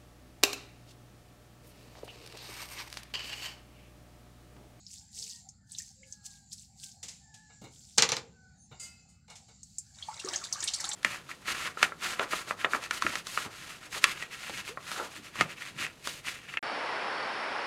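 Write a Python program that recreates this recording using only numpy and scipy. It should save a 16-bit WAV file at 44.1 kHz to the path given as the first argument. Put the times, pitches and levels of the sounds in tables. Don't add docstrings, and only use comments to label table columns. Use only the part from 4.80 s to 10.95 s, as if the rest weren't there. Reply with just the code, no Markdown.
import sys
import numpy as np
from scipy import signal
from scipy.fft import rfft, irfft, next_fast_len
from scipy.io import wavfile
from scipy.ndimage import uniform_filter1d, map_coordinates

SR = 44100
rng = np.random.default_rng(int(sys.argv[2]) if len(sys.argv) > 2 else 0)


def unload_audio(sound):
    columns = np.transpose(np.atleast_2d(sound))
    steps = np.round(np.clip(columns, -1, 1) * 32767)
    wavfile.write(sys.argv[1], SR, steps.astype(np.int16))


N = 271215
TIME = np.arange(N) / SR
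LOW_CUT_HZ, TOP_HZ = 48, 15800

# freq_hz, gain_db
RUMBLE_SPECTRUM = [(30, -15), (62, 5.5), (125, 1), (200, -1), (260, -12), (380, -32.5), (1500, -59),
                   (6000, -61.5)]
# freq_hz, gain_db
HISS_SPECTRUM = [(1000, -45.5), (2000, -19.5), (3300, -16.5), (4400, -2), (6000, -7), (7400, 5.5),
                 (9000, -26.5), (15000, -44)]
# time_s, level_db
HISS_LEVELS = [(0, -60.5), (.6, -57), (.83, -74), (1.1, -60), (2.5, -65), (2.75, -60), (3.55, -70),
               (3.85, -67.5), (4.2, -62), (4.42, -75.5), (4.72, -62), (6.15, -56)]
# start_s, length_s, pitch_hz, level_db
HOOT_CALLS = [(0.338, .16, 449, -70), (1.154, 0.167, 523, -66.5)]
# start_s, length_s, start_pitch_hz, level_db
ROOSTER_CALLS = [(0.456, 0.18, 960, -68), (0.769, 0.23, 890, -74.5), (1.183, 0.52, 862, -67.5),
                 (1.992, 0.14, 796, -68.5), (2.385, 0.48, 888, -62), (3.507, 0.28, 769.5, -63)]
# freq_hz, t60_s
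ROOM_DECAY = [(100, 0.87), (1000, 0.29), (5000, 0.12), (12000, 0.14)]
# freq_hz, gain_db, t60_s
SLAT_MODES = [(464, -4, .22), (517, -8, .24), (818, -2, .14), (1234, -2, .1), (2387, -5, .18),
              (2838, -9, .2), (3564, -6, .12), (3989, 0, .07), (4081, 7, .075), (4295, -1, .14),
              (4759, -1, .14), (5313, -7, .16), (6290, 2, .14), (7200, -2, .18)]
# freq_hz, width_hz, gain_db
CONTAINER_MODES = [(565, 16, -10), (1412, 37, -7), (2203, 20, -3), (2850, 43, -7.5), (3704, 66, -5),
                   (4100, 22, -8)]
# start_s, thump_db, knock_db, brush_db
FLOOR_BUMPS = [(2.228, -51.5, -53, -39.5), (2.282, -72, -57, -41), (2.54, -95, -95, -50.5),
               (2.694, -90, -54.5, -88), (2.813, -37, -53, -60), (2.838, -39.5, -46, -56),
               (3.911, -46.5, -45.5, -68.5), (4.478, -78, -51.5, -61.5), (4.498, -78, -45, -49.5),
               (4.554, -79, -72, -48.5), (4.682, -57, -55, -61)]
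# pitch_hz, level_db
CUP_SLIDE_TONES = [(6280, -63), (6530, -62), (9150, -67)]
# start_s, level_db
CUP_CLINKS = [(3.996, -47), (4.027, -48), (4.286, -66)]
# freq_hz, gain_db, t60_s
CUP_MODES = [(1400, -13, .6), (2100, -6, .5), (2600, -11, .9), (2961, -12, .5), (4818, -2, .6),
             (5954, -8, .26), (6331, -2, .25), (6912, 8, .22), (7273, 0, .25), (7973, 1, .22),
             (8230, 1, .22), (9350, -3, .2), (10600, -9, .2)]
# freq_hz, gain_db
SCRAPE_SPECTRUM = [(1000, -8.5), (2200, -14.5), (4000, -3.5), (8000, 4), (10000, -14), (14500, -18),
                   (15800, -30)]
# start_s, length_s, pitch_hz, level_db
CUP_AIR_NOTE = (6, 0.5, 837, -45)
# start_s, level_db, relative_thud_db, crack_hz
JAR_CONTACTS = [(3.1765, -24.5, -20, 5500), (3.1816, -7, -6.5, 6400), (3.2224, -7.5, -5, 4760),
                (3.2900, -19.5, -1, 4300), (3.3190, -17, 3, 4760), (3.3602, -37.5, -14.5, 6000),
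                (3.367, -24, 1, 4450)]
# freq_hz, gain_db
RATTLE_SPECTRUM = [(100, -37), (450, -8.5), (630, -7.5), (850, 1), (2400, 4.5), (7000, 1.5), (9000, -14.5),
                   (15000, -37.5)]
# start_s, hold_s, level_db
POWDER_TRICKLES = [(0.11, 0.044, -51), (0.365, 0.063, -44), (0.47, 0.032, -46.5), (0.91, 0.16, -55),
                   (1.28, 0.045, -59.5), (1.5, 0.057, -57), (1.78, 0.03, -54), (2.0, 0.078, -52),
                   (2.93, 0.25, -58.5), (4.85, 0.26, -62.5)]
# time_s, level_db
POWDER_FLICKS = [(0.992, -36.5), (1.463, -38.5), (1.734, -37.5), (2.042, -37.5)]
# freq_hz, gain_db
POWDER_SPECTRUM = [(590, -67), (1000, -49), (1600, -33), (2620, -29), (4760, -10), (7700, -7.5),
                   (11000, -22.5), (15500, -31)]
# start_s, level_db, pitch_hz
LOUD_DROPS = [(0.066, -37, 5100), (0.1355, -42, 7950), (0.4262, -31, 4850), (0.689, -36, 6280),
              (0.919, -34, 7960), (0.9494, -36.5, 3880), (0.9854, -28, 6070), (1.0206, -33.5, 6960),
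              (1.3246, -32, 6350), (1.778, -46, 7800), (1.822, -44, 7370), (4.832, -34.5, 6600),
              (4.9841, -22.5, 7170), (5.4482, -30, 6540), (5.4873, -25, 5400), (5.5598, -20, 6170),
              (5.7265, -17.5, 5790), (5.8049, -25.5, 6530), (5.84, -21.5, 8000), (6.0908, -22.5, 7370),
              (6.116, -34, 3510), (6.133, -23.5, 7170)]
# start_s, level_db, start_pitch_hz
AIR_POCKETS = [(1.001, -46.5, 1805), (1.231, -47, 2150), (5.225, -30.5, 3265), (5.285, -29, 837),
               (5.398, -34.5, 2730), (5.445, -31.5, 335), (5.474, -35, 1140), (5.54, -33.5, 1680),
               (5.756, -35, 1127), (6.04, -33.5, 1270)]
# start_s, level_db, droplet_hz, gurgle_db
SLOPS = [(5.394, -34, 5730, -70), (5.485, -41, 5600, -41.5), (5.534, -25.5, 4330, -38.5),
         (5.639, -29, 6060, -46), (5.728, -31, 6500, -47.5), (5.826, -29.5, 4960, -41.5),
         (5.875, -21.5, 4930, -73), (5.936, -21.5, 5250, -68), (6.041, -24, 5870, -42.5),
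         (6.001, -26.5, 6240, -46), (6.115, -28, 4470, -42.5)]
# time_s, level_db
CHURN_LEVELS = [(5.15, -56.5), (5.27, -48), (5.4, -47.5), (5.55, -41), (5.7, -52.5), (5.8, -41), (6.0, -48),
                (6.15, -50)]
# freq_hz, gain_db
GURGLE_SPECTRUM = [(200, -7.5), (400, -22), (600, -9.5), (850, -1.5), (1400, 2), (2400, 4.5), (4000, -14.5)]
# freq_hz, gain_db
FIZZ_SPECTRUM = [(1180, -14.5), (2000, -1), (2700, 0.5), (3460, 3), (7480, 9), (10700, -11), (15500, -25.5)]


def amp(db):
    return 10 ** (np.asarray(db) / 20)


def unit(x):
    return x / np.sqrt(np.mean(x ** 2) + 1e-20)


def along(points, hz):
    freqs_hz, values = np.transpose(points)
    return np.interp(np.log(hz + 1), np.log(freqs_hz + 1), values)


def envelope(rows):
    s, db = np.transpose(rows)
    gate = np.interp(TIME, [s[0] - .02, s[0], s[-1], s[-1] + .02], [0, 1, 1, 0])
    return amp(np.interp(TIME, s, db)) * gate


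def swells(events, rise_s, fall_s):
    t, power = TIME[::20], 0
    for s, hold_s, db in events:
        distance = np.maximum((s - t) / rise_s, (t - s - hold_s) / fall_s).clip(0, 20)
        power += (amp(db) * np.exp(-distance)) ** 2
    return np.interp(TIME, t, np.sqrt(power))


def attack(t, rise_s):
    return 1 - np.exp(-t / rise_s)


def fade(t, t60_s):
    return np.exp(-np.log(1000) * t / t60_s)


def wobble(knots_per_s):
    return map_coordinates(rng.standard_normal(int(N * knots_per_s / SR) + 4), [TIME * knots_per_s])


def add(track, start_s, sound):
    part = track[max(round(start_s * SR), 0):][:len(sound)]
    part += sound[:len(part)]


def filtered(x, response):
    size = next_fast_len(len(x) + 8192)
    return irfft(rfft(x, size) * response(np.fft.rfftfreq(size, 1 / SR)), size)[:len(x)]


def coloured(x, spectrum):
    return unit(filtered(x, lambda hz: amp(along(spectrum, hz))))


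def noise(t, spectrum):
    return coloured(rng.standard_normal(len(t)), spectrum)


def band(t, hz, width):
    response = lambda f: 1 / (1 + (np.log((f + 1) / hz) / width) ** 4)
    return unit(filtered(rng.standard_normal(len(t)), response))


def patchy(spectrum, depth_db):
    bins = signal.stft(rng.standard_normal(N), nperseg=512)[2]
    patches = uniform_filter1d(rng.standard_normal(bins.shape), size=4, axis=0)
    patches = uniform_filter1d(patches, size=18, axis=1)
    mottled = signal.istft(bins * amp(depth_db * unit(patches)), nperseg=512)[1]
    return coloured(mottled[:N], spectrum)


def note(start_s, length_s, hz, db, flutter, sag_hz_per_s=0):
    out, t = np.zeros(N), TIME[:int(length_s * SR)]
    pitch_hz = (hz - sag_hz_per_s * t) * (1 + flutter * wobble(160)[:len(t)])
    phase = 2 * np.pi * np.cumsum(pitch_hz) / SR
    add(out, start_s, amp(db) * np.sin(np.pi * t / length_s) * np.sin(phase))
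    return out


def echo(x, decay, delay_s):
    hz, t, bins = signal.stft(rng.standard_normal(SR // 2), SR, nperseg=128)
    tail = signal.istft(bins * fade(t, along(decay, hz)[:, None]), SR, nperseg=128)[1]
    return signal.fftconvolve(np.pad(x, (int(delay_s * SR), 0)), tail / np.linalg.norm(tail))[:N]


def background_hiss():
    return amp(-2 + 1.2 * wobble(9)) * envelope(HISS_LEVELS) * patchy(HISS_SPECTRUM, depth_db=3.5)


def outside():
    rumble = amp(-60.5) * noise(TIME, RUMBLE_SPECTRUM)
    wash = amp(-77) * patchy([(300, -22), (480, -8), (630, -5), (790, 9.5), (1000, -19.5),
                              (1450, -2.5), (2500, -15.5), (4000, -31.5)], depth_db=6.5)
    return rumble + wash


def hoots():
    return sum(note(*hoot, flutter=.04) for hoot in HOOT_CALLS)


def roosters():
    calls = sum(note(s, length_s, k * hz, db + partial_db, flutter=.014, sag_hz_per_s=k * 130)
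                for s, length_s, hz, db in ROOSTER_CALLS for k, partial_db in [(1, -9), (2, 0)])
    return calls * amp(1.2 * wobble(31))


def slats(t, cutoff_hz):
    ring = 0
    for hz, db, t60_s in SLAT_MODES:
        gain = amp(db) / (1 + (hz / cutoff_hz) ** 2) * rng.uniform(.62, 1)
        ring += gain * fade(t, t60_s) * np.sin(2 * np.pi * (hz * t + rng.random()))
    return ring


def bumps(hand_damping_hz=150):
    out, t = np.zeros(N), TIME[:SR // 3]
    hollow = lambda f: sum(amp(db) / (1 + (2 * (f - hz) / (width_hz + hand_damping_hz)) ** 2)
                           for hz, width_hz, db in CONTAINER_MODES)
    for s, thump_db, knock_db, brush_db in FLOOR_BUMPS:
        floor = noise(t, [(25, -32), (110, 12.5), (450, 1), (1500, -32)])
        thump = amp(thump_db - .5) * floor * fade(t, .12)
        shell = unit(filtered(rng.standard_normal(len(t)), hollow))
        shell += .76 * noise(t, [(300, -27.5), (750, 13.5), (2400, -9.5), (9000, -72)])
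        knock = amp(knock_db) * (.5 * slats(t, cutoff_hz=2570) + .66 * shell * fade(t, .19))
        brush = amp(brush_db) * noise(t, FIZZ_SPECTRUM) * (fade(t, .06) + fade(t, .39) / 2)
        add(out, s, (thump + knock) * attack(t, .0092) + brush * attack(t, .0025))
    return out


def cup():
    out = sum(note(start_s=3.77, length_s=.12, hz=hz, db=db, flutter=.016) for hz, db in CUP_SLIDE_TONES)
    t = TIME[:SR // 2]
    chatter = lambda: .043 * np.cumsum(rng.standard_normal(len(t)))
    for s, db in CUP_CLINKS:
        ring = sum(amp(mode_db) * fade(t, t60_s) * np.sin(2 * np.pi * hz * t + chatter())
                   for hz, mode_db, t60_s in CUP_MODES)
        scrape = noise(t, SCRAPE_SPECTRUM) * fade(t, .36)
        add(out, s, amp(db) * (amp(-1.5) * ring + scrape) * attack(t, .0037))
    return out


def cup_mouth():
    return note(*CUP_AIR_NOTE, flutter=.03) * amp(3 * wobble(50))


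def jar(contact_s=.00022):
    out, t = np.zeros(N), TIME[:SR // 2]
    late_swell = attack(t, .0055)
    contact = 1 - np.exp(-(t / contact_s) ** 2)
    for s, db, thud_db, hz in JAR_CONTACTS:
        crack = noise(t, [(hz / 4, -14), (hz * .6, -8), (hz * 1.1, 0), (hz * 1.2, -1),
                          (9000, -15), (TOP_HZ, -40)]) * fade(t, .016)
        rattle = amp(-9) * noise(t, RATTLE_SPECTRUM) * (fade(t, .088) + amp(-23.5) * fade(t, .42))
        floor = noise(t, [(25, -38), (120, 2), (260, -3.5), (330, -6.5), (470, 3.5), (630, -10),
                          (850, -2.5), (2500, -7.5), (6000, -43)])
        thud = amp(thud_db - 13.5) * floor * fade(t, .11)
        ring = amp(-20) * slats(t, cutoff_hz=12100)
        add(out, s, amp(db) * contact * (crack + ring + (rattle + thud) * late_swell))
    return out


def bubble(hz, life_s, climb):
    age = np.arange(int(7 * life_s * SR) + 2) / (life_s * SR)
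    phase = 2 * np.pi * hz * life_s * (age + climb * age * age / 2)
    return 2 * (1 - np.exp(-3 * age)) * np.exp(-age) * np.sin(phase)


def shower(flow, per_s, hz, spread, cycles, scatter_db):
    out, active = np.zeros(N), flow > flow.max() / 20
    draws = rng.random((int(per_s * N / SR), 3))
    for when, pitch, size in draws[active[(draws[:, 0] * N).astype(int)]]:
        pitch_hz = min(hz * np.exp(spread * (2 * pitch - 1)), TOP_HZ)
        level_db = scatter_db * min(-np.log(1 - size), 3)
        add(out, when * N / SR, amp(level_db) * bubble(pitch_hz, cycles / pitch_hz, climb=.039))
    return unit(out) * np.sqrt(active.mean())


def powder():
    flicks = [(s, 0, db) for s, db in POWDER_FLICKS]
    dust = amp(-12.5) * swells(flicks, rise_s=.012, fall_s=.015)
    loose = np.hypot(swells(POWDER_TRICKLES, rise_s=.022, fall_s=.063), dust)
    flow = np.hypot(loose, swells(flicks, rise_s=.0098, fall_s=.0057))
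    grains = shower(flow, per_s=1500, hz=6080, spread=.99, cycles=1.8, scatter_db=6.5)
    hiss = coloured(grains + rng.standard_normal(N), POWDER_SPECTRUM)
    crumbs = shower(loose, per_s=80, hz=6300, spread=.35, cycles=4, scatter_db=3)
    return amp(-3.5) * flow * hiss + amp(-11) * loose * crumbs


def drops():
    out, t = np.zeros(N), TIME[:SR // 50]
    for s, db, hz in LOUD_DROPS:
        add(out, s, amp(db + 1) * bubble(hz, life_s=5 / hz, climb=.021))
        add(out, s, amp(db - 6.5) * band(t, hz, width=.26) * fade(t, .035) * attack(t, .00096))
    return out


def glugs():
    out, t = np.zeros(N), TIME[:SR // 5]
    for s, db, hz in AIR_POCKETS:
        size = 1014 / hz
        life_s = .0059 * size ** .37
        add(out, s, amp(db - 1.5) * bubble(hz, life_s, climb=.055 * size ** 1.3))
        age = t / (1.7 * life_s)
        burble = band(t, 1.17 * hz, width=.23) * age * np.exp(-age)
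        add(out, s, amp(db - 8) * burble)
    return out


def splashes(count=12, length_s=.016, cycles=3.07):
    out = np.zeros(N)
    for s, db, hz, _ in SLOPS:
        for k, (late, pitch, smallness) in enumerate(rng.random((count, 3))):
            age = (k + late) / count
            pitch_hz = hz * np.exp(.55 * (2 * pitch - 1))
            level_db = db + 3.5 - 9.5 * smallness - 7.5 * age
            add(out, s + length_s * age, amp(level_db) * bubble(pitch_hz, cycles / pitch_hz, climb=.048))
    return out


def stirring():
    churn = envelope(CHURN_LEVELS)
    slosh = swells([(s, 0, db) for s, _, _, db in SLOPS], rise_s=.028, fall_s=.028)
    surge = swells([(s, 0, db - 12.5) for s, db, _, _ in SLOPS], rise_s=.0027, fall_s=.046)
    gurgle_gain = np.hypot(amp(-9) * churn, slosh)
    spray_gain = np.hypot(churn, surge)
    bubbles = shower(gurgle_gain, per_s=700, hz=950, spread=1.2, cycles=3, scatter_db=4.5)
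    gurgle = filtered(bubbles + .4 * rng.standard_normal(N), lambda hz: amp(along(GURGLE_SPECTRUM, hz)))
    sparkle = amp(-7) * shower(spray_gain, per_s=360, hz=5600, spread=.45, cycles=4.5, scatter_db=4.5)
    foam = amp(-7.5) * patchy(FIZZ_SPECTRUM, depth_db=3)
    return gurgle_gain * gurgle + spray_gain * (sparkle + foam)


def scene():
    liquid = powder() + drops() + splashes() + stirring()
    bucket = liquid + amp(-8) * echo(liquid, [(400, .15), (6000, .068)], delay_s=.002)
    direct = bucket + glugs() + jar() + bumps() + cup() + cup_mouth() + roosters() + hoots()
    room = amp(-13) * echo(direct, ROOM_DECAY, delay_s=.0074)
    return (direct + room + outside() + background_hiss())[None]


def record(dry):
    return filtered(dry[0], lambda hz: (hz < TOP_HZ) * (1j * hz / (LOW_CUT_HZ + 1j * hz)) ** 2)[None]


dry = scene()
out = record(dry)
unload_audio(out)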